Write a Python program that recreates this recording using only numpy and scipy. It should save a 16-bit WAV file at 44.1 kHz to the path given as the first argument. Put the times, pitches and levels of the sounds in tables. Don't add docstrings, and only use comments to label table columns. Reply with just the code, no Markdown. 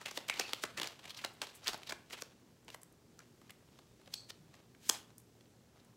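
import sys
import numpy as np
from scipy import signal
from scipy.fft import rfft, irfft, next_fast_len
from scipy.io import wavfile
from scipy.ndimage import uniform_filter1d, map_coordinates

SR = 44100
rng = np.random.default_rng(int(sys.argv[2]) if len(sys.argv) > 2 else 0)


def magnitude_from_level(level_db):
    exponent = np.asarray(level_db, float) / 20
    return 10 ** exponent


def dump_mix(stems):
    frames = np.atleast_2d(stems).T
    limited = np.clip(frames, -1, 1)
    pcm = np.round(limited * 32767).astype(np.int16)
    wavfile.write(sys.argv[1], SR, pcm)


N = 263012


def unit(x):
    return x / np.sqrt(np.mean(x ** 2, axis=-1, keepdims=True) + 1e-20)


def columns(table):
    return np.transpose(table)[:, :, None]


def along(points, hz):
    f, v = np.transpose(points)
    return np.interp(np.log(hz + 1), np.log(f + 1), v)


def wobble(rate):
    knots = rng.standard_normal(int(N * rate / SR) + 4)
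    return map_coordinates(knots, [np.arange(N) * rate / SR])


def filtered(x, response):
    m = next_fast_len(x.shape[-1] + SR // 20)
    spectrum = rfft(x, m) * response(np.fft.rfftfreq(m, 1 / SR))
    return irfft(spectrum, m)[..., :x.shape[-1]]


def resonance(f, hz, width_hz):
    return 1j * f * width_hz / (hz * hz - f * f + 1j * f * width_hz)


def burst(rise_ms, fall_ms, spiky_db, colour, snap=0, steep=1.5, size=2048):
    t = (np.arange(size) - size // 2) / SR * 1000
    shape = magnitude_from_level(-8 * np.where(t < 0, np.abs(t / rise_ms) ** steep, t / fall_ms))
    grit = uniform_filter1d(rng.standard_normal(shape.shape), size=25, axis=1) * 5
    push = shape * magnitude_from_level(spiky_db * grit) * rng.standard_normal(shape.shape)
    push += snap * np.linalg.norm(push, axis=1, keepdims=True) * (t == 0)
    z = rfft(push)
    smooth = uniform_filter1d(np.abs(z), size=size // 40, axis=1)
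    push = irfft(z / (smooth + 1e-9), size)
    return unit(filtered(push, colour)) * np.sqrt(np.mean(shape ** 2, axis=1, keepdims=True))


def placed(s, rows):
    size = rows.shape[1]
    at = np.round(s * SR).astype(int) + np.arange(size)
    return np.bincount(at.ravel(), rows.ravel(), N + size)[size // 2:][:N]


def edge_tick_db(hz):
    return -12.5 + 6 * np.log2(hz / 3300)


# (frequency [Hz], level [dB])
CARD_RADIATION = [(300, -31), (900, -8.5), (2000, -7.5), (5000, -11.5), (8000, -14), (16000, -28)]


def contact(s, db, hz, thud_db, tick_db, ms):
    s, db, hz, thud_db, tick_db, ms = np.broadcast_arrays(s, db, hz, thud_db, tick_db, ms)

    def flex(f):
        broad = 1.44 * magnitude_from_level(along(CARD_RADIATION, f) + 0.49 * (thud_db + 18.0))
        return resonance(f, hz, 48 * np.sqrt(hz)) ** 2 + broad

    edge = lambda f: resonance(f, 10100, 13000) ** 3
    air_pocket = lambda f: resonance(f, 505, 899) ** 2
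    snap = 1.33 * np.exp(-ms / 3)
    card = magnitude_from_level(db - 3) * burst(0.46 * ms, 0.64 * ms, 3.35, flex, snap)
    card += magnitude_from_level(db + tick_db - 2.0) * burst(0.238 * ms, 0.63 * ms, 4.0, edge, 0.4 * snap)
    thud = magnitude_from_level(db + thud_db - 4) * burst(0.34 * ms + 0.19, 0.39 * ms + 1.8, 0.34, air_pocket)
    return placed(s, card) + placed(s + 0.001372, thud)


# (time [s], level [dB], flex resonance [Hz], thud [dB], length [ms])
PACKET_LANDINGS = [(.0587, -32, 2720, -10, 5.2), (.1124, -38.5, 5500, -4.5, 3.9),
                   (.1756, -29, 3500, -4, 4.3), (.2885, -35.5, 2600, -7, 5.9),
                   (.2984, -21.5, 2280, -14.5, 3.3), (.3973, -22, 5250, -7, 3.8),
                   (.5341, -22, 3300, -12, 2.13), (.6388, -23.5, 1180, -6, 2.74),
                   (.7993, -27.5, 3500, -6.5, 1.6), (.817, -29.5, 3130, -8, 5.4),
                   (.8324, -29, 3530, -10.5, 3.6), (.8736, -31.5, 4940, -15, 1.9),
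                   (1.243, -34, 1530, -25, 5.4), (1.2482, -26, 3800, -6.5, 2.74),
                   (1.4177, -26.5, 3750, -10, 2.4), (1.6723, -25.5, 3430, -18.5, 2.6),
                   (1.6805, -19, 4470, -26, 1.4), (1.7331, -36.5, 4600, -7, 3.4),
                   (1.744, -38, 4200, 4, 3.2), (1.8332, -41, 3000, -11, 2.6),
                   (1.8959, -34.5, 4250, -10, 8.2), (1.9239, -31, 1660, -3, 3.7),
                   (2.2216, -30, 5500, -6.5, 1.54)]


def landings():
    s, db, hz, thud_db, ms = columns(PACKET_LANDINGS)
    return contact(s, db, hz, thud_db, edge_tick_db(hz), ms)


# (time [s], level [dB], flex resonance [Hz], thud [dB], length [ms])
THUMB_SNAPS = [
    (4.14, -28.5, 4340, -39, 4),
    (4.893, -17, 6800, -30.5, .94),
    (4.8957, -21.5, 6800, -22, 1.8),
    (4.8978, -21.5, 3100, -12.5, 1.8),
    (4.8975, -23.5, 11000, -30.5, 1.4),
    (4.8969, -13.5, 6270, -16.5, 1.53),
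]


def snaps():
    s, db, hz, thud_db, ms = columns(THUMB_SNAPS)
    return contact(s, db, hz, thud_db, edge_tick_db(hz), ms)


# (time [s], level [dB], flex resonance [Hz], length [ms])
PACK_SETTLES = [(0.0153, -46, 1160, 17), (0.0673, -39.5, 2250, 7.2), (0.083, -42, 2360, 7.5),
                (0.1893, -50, 3550, 9.1), (0.3399, -41, 3550, 6.5), (0.3751, -43, 3170, 6),
                (0.4113, -35.5, 2730, 7.3), (.653, -41, 1400, 12), (.706, -54, 2360, 11),
                (0.7838, -36, 1980, 17), (.845, -37.5, 2090, 7.3), (.9935, -49, 3430, 4.5),
                (1.042, -49, 2800, 8.8), (1.056, -42.5, 2600, 6.1), (1.0793, -47.5, 2940, 11),
                (1.2173, -48, 3530, 7.5), (1.2608, -45.5, 1200, 10), (1.421, -36, 2600, 5.4),
                (1.4283, -40.5, 1000, 14), (1.44, -44.5, 3000, 16), (1.4711, -45.5, 3840, 6.2),
                (1.689, -32.5, 3340, 13.5), (1.9089, -38.5, 1550, 6.5), (2.1004, -54, 2990, 4.3),
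                (2.1095, -46, 2070, 9), (2.1347, -38.5, 2830, 13.5), (2.1793, -50, 2600, 16),
                (2.188, -50, 1190, 11)]


def settles():
    s, db, hz, ms = columns(PACK_SETTLES)
    return contact(s, db, hz, -6, edge_tick_db(hz), ms)


# (time [s], level [dB], flex resonance [Hz], length [ms])
CORNER_FLICKS = [(0.3075, -46, 2230, 4.2), (1.0974, -44, 4000, 6.1), (1.1065, -39, 3620, 7.3),
                 (1.1472, -43.5, 3800, 4.2), (1.1756, -44.5, 4460, 20), (1.193, -44.5, 2480, 16),
                 (1.4987, -56, 4690, 13), (1.645, -47, 5000, 9), (1.6686, -37.5, 2070, 16),
                 (1.8735, -43, 3670, 11), (3.1918, -44.5, 5600, 1.9), (3.2038, -52, 1440, 5),
                 (1.576, -59, 2900, 3), (4.1607, -57, 4460, 4.5), (4.246, -60, 4520, 3.6),
                 (4.7495, -55, 1900, 4.1), (5.8, -61.5, 4000, 6), (5.458, -64, 3400, 2.6),
                 (5.8489, -63, 8850, 4.9)]


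def flicks():
    s, db, hz, ms = columns(CORNER_FLICKS)
    return contact(s, db, hz, -20.5, edge_tick_db(hz), ms)


# (time [s], level [dB], flex resonance [Hz], thud [dB], edge tick [dB])
FINGER_TAPS = [(2.6821, -44.5, 2700, -2.1, -21), (2.6896, -47, 2650, -3, -26),
               (2.7029, -44, 3290, -11, -10), (2.746, -40.5, 1480, -3, -4), (3.257, -64, 2050, -15, -18),
               (3.4163, -57, 1320, -2, -8), (3.497, -47.5, 2050, -9, -25), (3.506, -45, 2580, -15, -2.5),
               (3.7899, -52, 3720, 0.5, -11), (3.9986, -64.5, 3400, 6.5, -12), (4.0162, -60, 1222, 2.1, -8),
               (4.0607, -58, 3900, -11, -11), (4.0758, -50.5, 2960, 1.5, -25),
               (4.305, -38.5, 4020, -12, -21), (4.5433, -56.5, 1590, -14.5, -21),
               (4.5528, -59, 6800, -5, -13), (4.9118, -47, 7110, -7.5, -3), (5.41, -57.5, 3340, -10.5, -15)]


def taps():
    s, db, hz, thud_db, tick_db = columns(FINGER_TAPS)
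    return contact(s, db, hz, thud_db, tick_db, 3.93)


# (time [s], level [dB], edge tick [dB], length [ms])
NAIL_CLICKS = [
    (1.5566, -56, 2.5, 31),
    (1.337, -65, 1, 14),
    (2.6477, -61, -2.1, 2.5),
    (2.8177, -55, -5, 4.4),
    (2.8327, -44, -1, 1.8),
    (2.9255, -60, 4.5, 1.7),
    (5.1817, -53, 11, 1.8),
    (5.1884, -66, 5, 4),
    (5.2003, -61, 3, 5.7),
    (5.217, -72, 8, 3),
]


def nails():
    s, db, tick_db, ms = columns(NAIL_CLICKS)
    return contact(s, db, 8850, -26, tick_db, ms)


# (landing time [s], level [dB], swell [ms], colour [Hz])
PACKET_SCRAPES = [(0.174, -48, 23, 3870), (.286, -41, 3.8, 3970), (.395, -54, 6.9, 5000),
                  (0.637, -43, 11.6, 4450), (0.777, -36, 3.1, 2540), (1.245, -54.5, 20, 2996),
                  (1.67, -51, 11, 3000), (1.097, -49, 1.8, 4500), (2.102, -53, 1.9, 3000),
                  (4.541, -59, 2, 2940), (1.778, -50.5, 1.1, 11000), (2.132, -46, 9.2, 3680),
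                  (2.22, -51, 14, 5000), (2.745, -59, 33, 2980), (4.146, -53.5, 20, 3650),
                  (4.304, -48, 9.5, 3600), (4.875, -54, 39, 4010), (4.892, -47, 14, 6500)]


def scrapes():
    s, db, ms, hz = columns(PACKET_SCRAPES)
    colour = lambda f: resonance(f, hz, 2.5 * hz) ** 2 + 0.049 * resonance(f, 11000, 8100)
    return placed(s, magnitude_from_level(db) * burst(ms, 1.2, 1.6, colour, steep=1.5, size=8192))


# (top time [s], level [dB], fading [dB per 100 ms], body over it [dB], rub resonance [Hz])
RUB_STROKES = [(0.081, -47.5, 12, -9, 2660), (.2, -57.5, 14.5, 1, 3360), (.38, -45.5, 7.5, -5.5, 4000),
               (.49, -47, 7, -6, 3170), (.86, -47, 13.5, -4.5, 3100), (1.11, -60, 1.5, -2, 3630),
               (1.49, -57, 8.5, -17, 3570), (1.71, -47, 12, -2, 3840), (1.87, -58.5, 6.5, -14, 4110),
               (2.18, -54, 11.5, -6, 3200), (3.22, -67, 24.5, -6, 4990), (3.47, -67, 19.5, -2.5, 2330),
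               (3.78, -67.5, 5, -9, 3640), (4.08, -66, 6, -2, 4300), (4.35, -70.5, 6.5, -8, 3800),
               (4.55, -61.5, 13.5, 0.5, 2920), (4.94, -48.5, 15.5, -4, 3990), (5.79, -69.5, 14, 1, 3460)]


def strokes():
    swell, rest_db, hiss_db = 1.6, -73, -13
    s, db, fade_db, body_db, hz = columns(RUB_STROKES)
    u = (np.arange(N) / SR - s) * 10
    stroke_db = db - fade_db * np.where(u > 0, u, -swell * u)
    power = magnitude_from_level(2 * np.maximum(stroke_db, -150))
    total = power.sum(0)
    body = (power * magnitude_from_level(2 * body_db)).sum(0) + magnitude_from_level(2 * rest_db)
    rub_db = 10 * np.log10(total)
    return rub_db, 10 * np.log10(body), rub_db + hiss_db, (power * hz).sum(0) / total


def slide():
    rub_db, body_db, hiss_db, hz = strokes()
    clumps = magnitude_from_level(1.5 * wobble(60) + 3 * wobble(400))
    grains = unit(clumps * rng.standard_normal((4, N)))
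    broad = unit(filtered(grains[0], lambda f: resonance(f, 3070, 4200) ** 2))
    sway = unit(filtered(grains[1], lambda f: 1 / (1 + (f / 350) ** 2)))
    ring = unit(sway * np.sin(2 * np.pi * np.cumsum(hz) / SR))
    body = unit(filtered(grains[2], lambda f: resonance(f, 775, 1500) ** 2))
    hiss = unit(filtered(grains[3], lambda f: resonance(f, 10330, 12000) ** 3))
    rub = magnitude_from_level(rub_db - 5.0) * (broad + 0.181 * ring)
    return rub + magnitude_from_level(body_db - 3.5) * body + magnitude_from_level(hiss_db - 5.5) * hiss


# (time [s], band centre [Hz], band width [Hz], level [dB], t60 [s])
RINGING_BANDS = [
    (.308, 2190, 600, -44, 0.22),
    (.408, 4500, 500, -51.5, 0.69),
    (.408, 2650, 500, -44.5, 0.3),
    (3.19, 1370, 320, -59, 0.098),
    (4.157, 3400, 400, -64, .35),
    (4.156, 4400, 480, -50, 0.36),
    (4.157, 6230, 900, -66, 0.44),
    (4.157, 7900, 700, -59.5, 0.32),
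]


def ringing():
    t = np.arange(N) / SR
    out = np.zeros(N)
    for s, hz, width_hz, db, t60 in RINGING_BANDS:
        u = t - s
        fade = magnitude_from_level(-60 * np.where(u > 0, u / t60, -u / 0.012) + 1.8 * wobble(90))
        band = unit(filtered(rng.standard_normal(N), lambda f: resonance(f, hz, width_hz) ** 2))
        out += magnitude_from_level(db) * fade * band
    return out


# (time [s], level [dB], frequency [Hz], t60 [s])
TABLE_BUMPS = [
    (0.74, -53.5, 198, 0.3),
    (1.92, -64, 70, 0.27),
    (2.43, -44, 253, 0.035),
    (4.4, -58, 155, 0.58),
    (4.4, -51.5, 170, 0.15),
    (3.9, -64, 55, .3),
    (1.7, -60, 46, 0.22),
    (0.38, -50, 290, 0.06),
]


def bumps():
    t = np.arange(N) / SR
    out = np.zeros(N)
    for s, db, hz, t60 in TABLE_BUMPS:
        u = np.maximum(t - s, 0)
        envelope = magnitude_from_level(-60 * u / t60) * (1 - np.exp(-u / 0.0049))
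        out += magnitude_from_level(db) * envelope * np.sin(2 * np.pi * hz * u)
    return out


# (frequency [Hz], t60 [s])
ROOM_DECAY = [(200, 0.41), (1500, 0.39), (6000, 0.24), (14000, 0.27)]


def room(x):
    wall_ms, wall_db = 13, -19
    step, lag, smear_length = SR // 70, round(wall_ms * SR / 1000), SR // 200
    hz, t, z = signal.stft(rng.standard_normal((64, SR // 3)), SR, nperseg=256)
    fading = z * magnitude_from_level(-60 * t / along(ROOM_DECAY, hz)[:, None])
    tails = signal.istft(fading, SR, nperseg=256)[1]
    length = tails.shape[1]
    tails = magnitude_from_level(-10) * unit(tails) / np.sqrt(length)
    tails *= 1 - np.exp(-np.arange(length) / (0.014 * SR))
    smear = rng.standard_normal((64, smear_length)) * magnitude_from_level(-60 * np.arange(smear_length) / SR / 0.0037)
    tails[:, lag:lag + smear_length] += magnitude_from_level(wall_db) * unit(smear) / np.sqrt(smear_length)
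    out = np.zeros(N + SR)
    for k, start in enumerate(range(0, N, step)):
        wet = signal.fftconvolve(x[start:start + step], tails[k % len(tails)])
        out[start:][:len(wet)] += wet
    return out[:N]


# (frequency [Hz], level [dB per Hz])
AIR_NOISE = [(25, -35.5), (49, -9), (123, 0.5), (206, -3.5), (405, -6), (1160, -26), (5880, -24),
             (16000, -30.5)]
# (frequency [Hz], level [dB])
MAINS_HUM = [(118.4, -72), (236.9, -73.5)]


def air():
    noise = unit(filtered(rng.standard_normal(N), lambda f: magnitude_from_level(along(AIR_NOISE, f))))
    out = magnitude_from_level(-62.5 - 2.5 + 0.54 * wobble(3.68)) * noise
    t = np.arange(N) / SR
    for hz, db in MAINS_HUM:
        level = magnitude_from_level(db - 1 + 2.43 * wobble(6.8))
        out += level * np.sin(2 * np.pi * hz * t + 0.76 * wobble(4.3))
    return out


def scene():
    hits = landings() + snaps() + settles() + flicks() + taps() + nails()
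    return (hits + scrapes() + slide() + ringing() + bumps() + room(hits) + air())[None]


def roll_off(x):
    return signal.sosfilt(signal.butter(12, 17140, fs=SR, output="sos"), x)


def record(dry):
    top_hz, skirt_hz = 15850, 16800
    below = lambda f, hz: 0.5 - 0.5 * np.tanh((f - hz) / 60)
    dry = filtered(dry, lambda f: magnitude_from_level(1.42 * np.tanh((8300 - f) / 300) - 2.0))
    skirt = filtered(dry, lambda f: below(f, skirt_hz) - below(f, top_hz))
    power = np.abs(uniform_filter1d(skirt ** 2, size=256))
    gate = magnitude_from_level(-9) * power / (power + magnitude_from_level(-60) ** 2)
    mix = filtered(dry, lambda f: below(f, top_hz)) + gate * skirt
    return roll_off(mix)


dry = scene()
out = record(dry)
dump_mix(out)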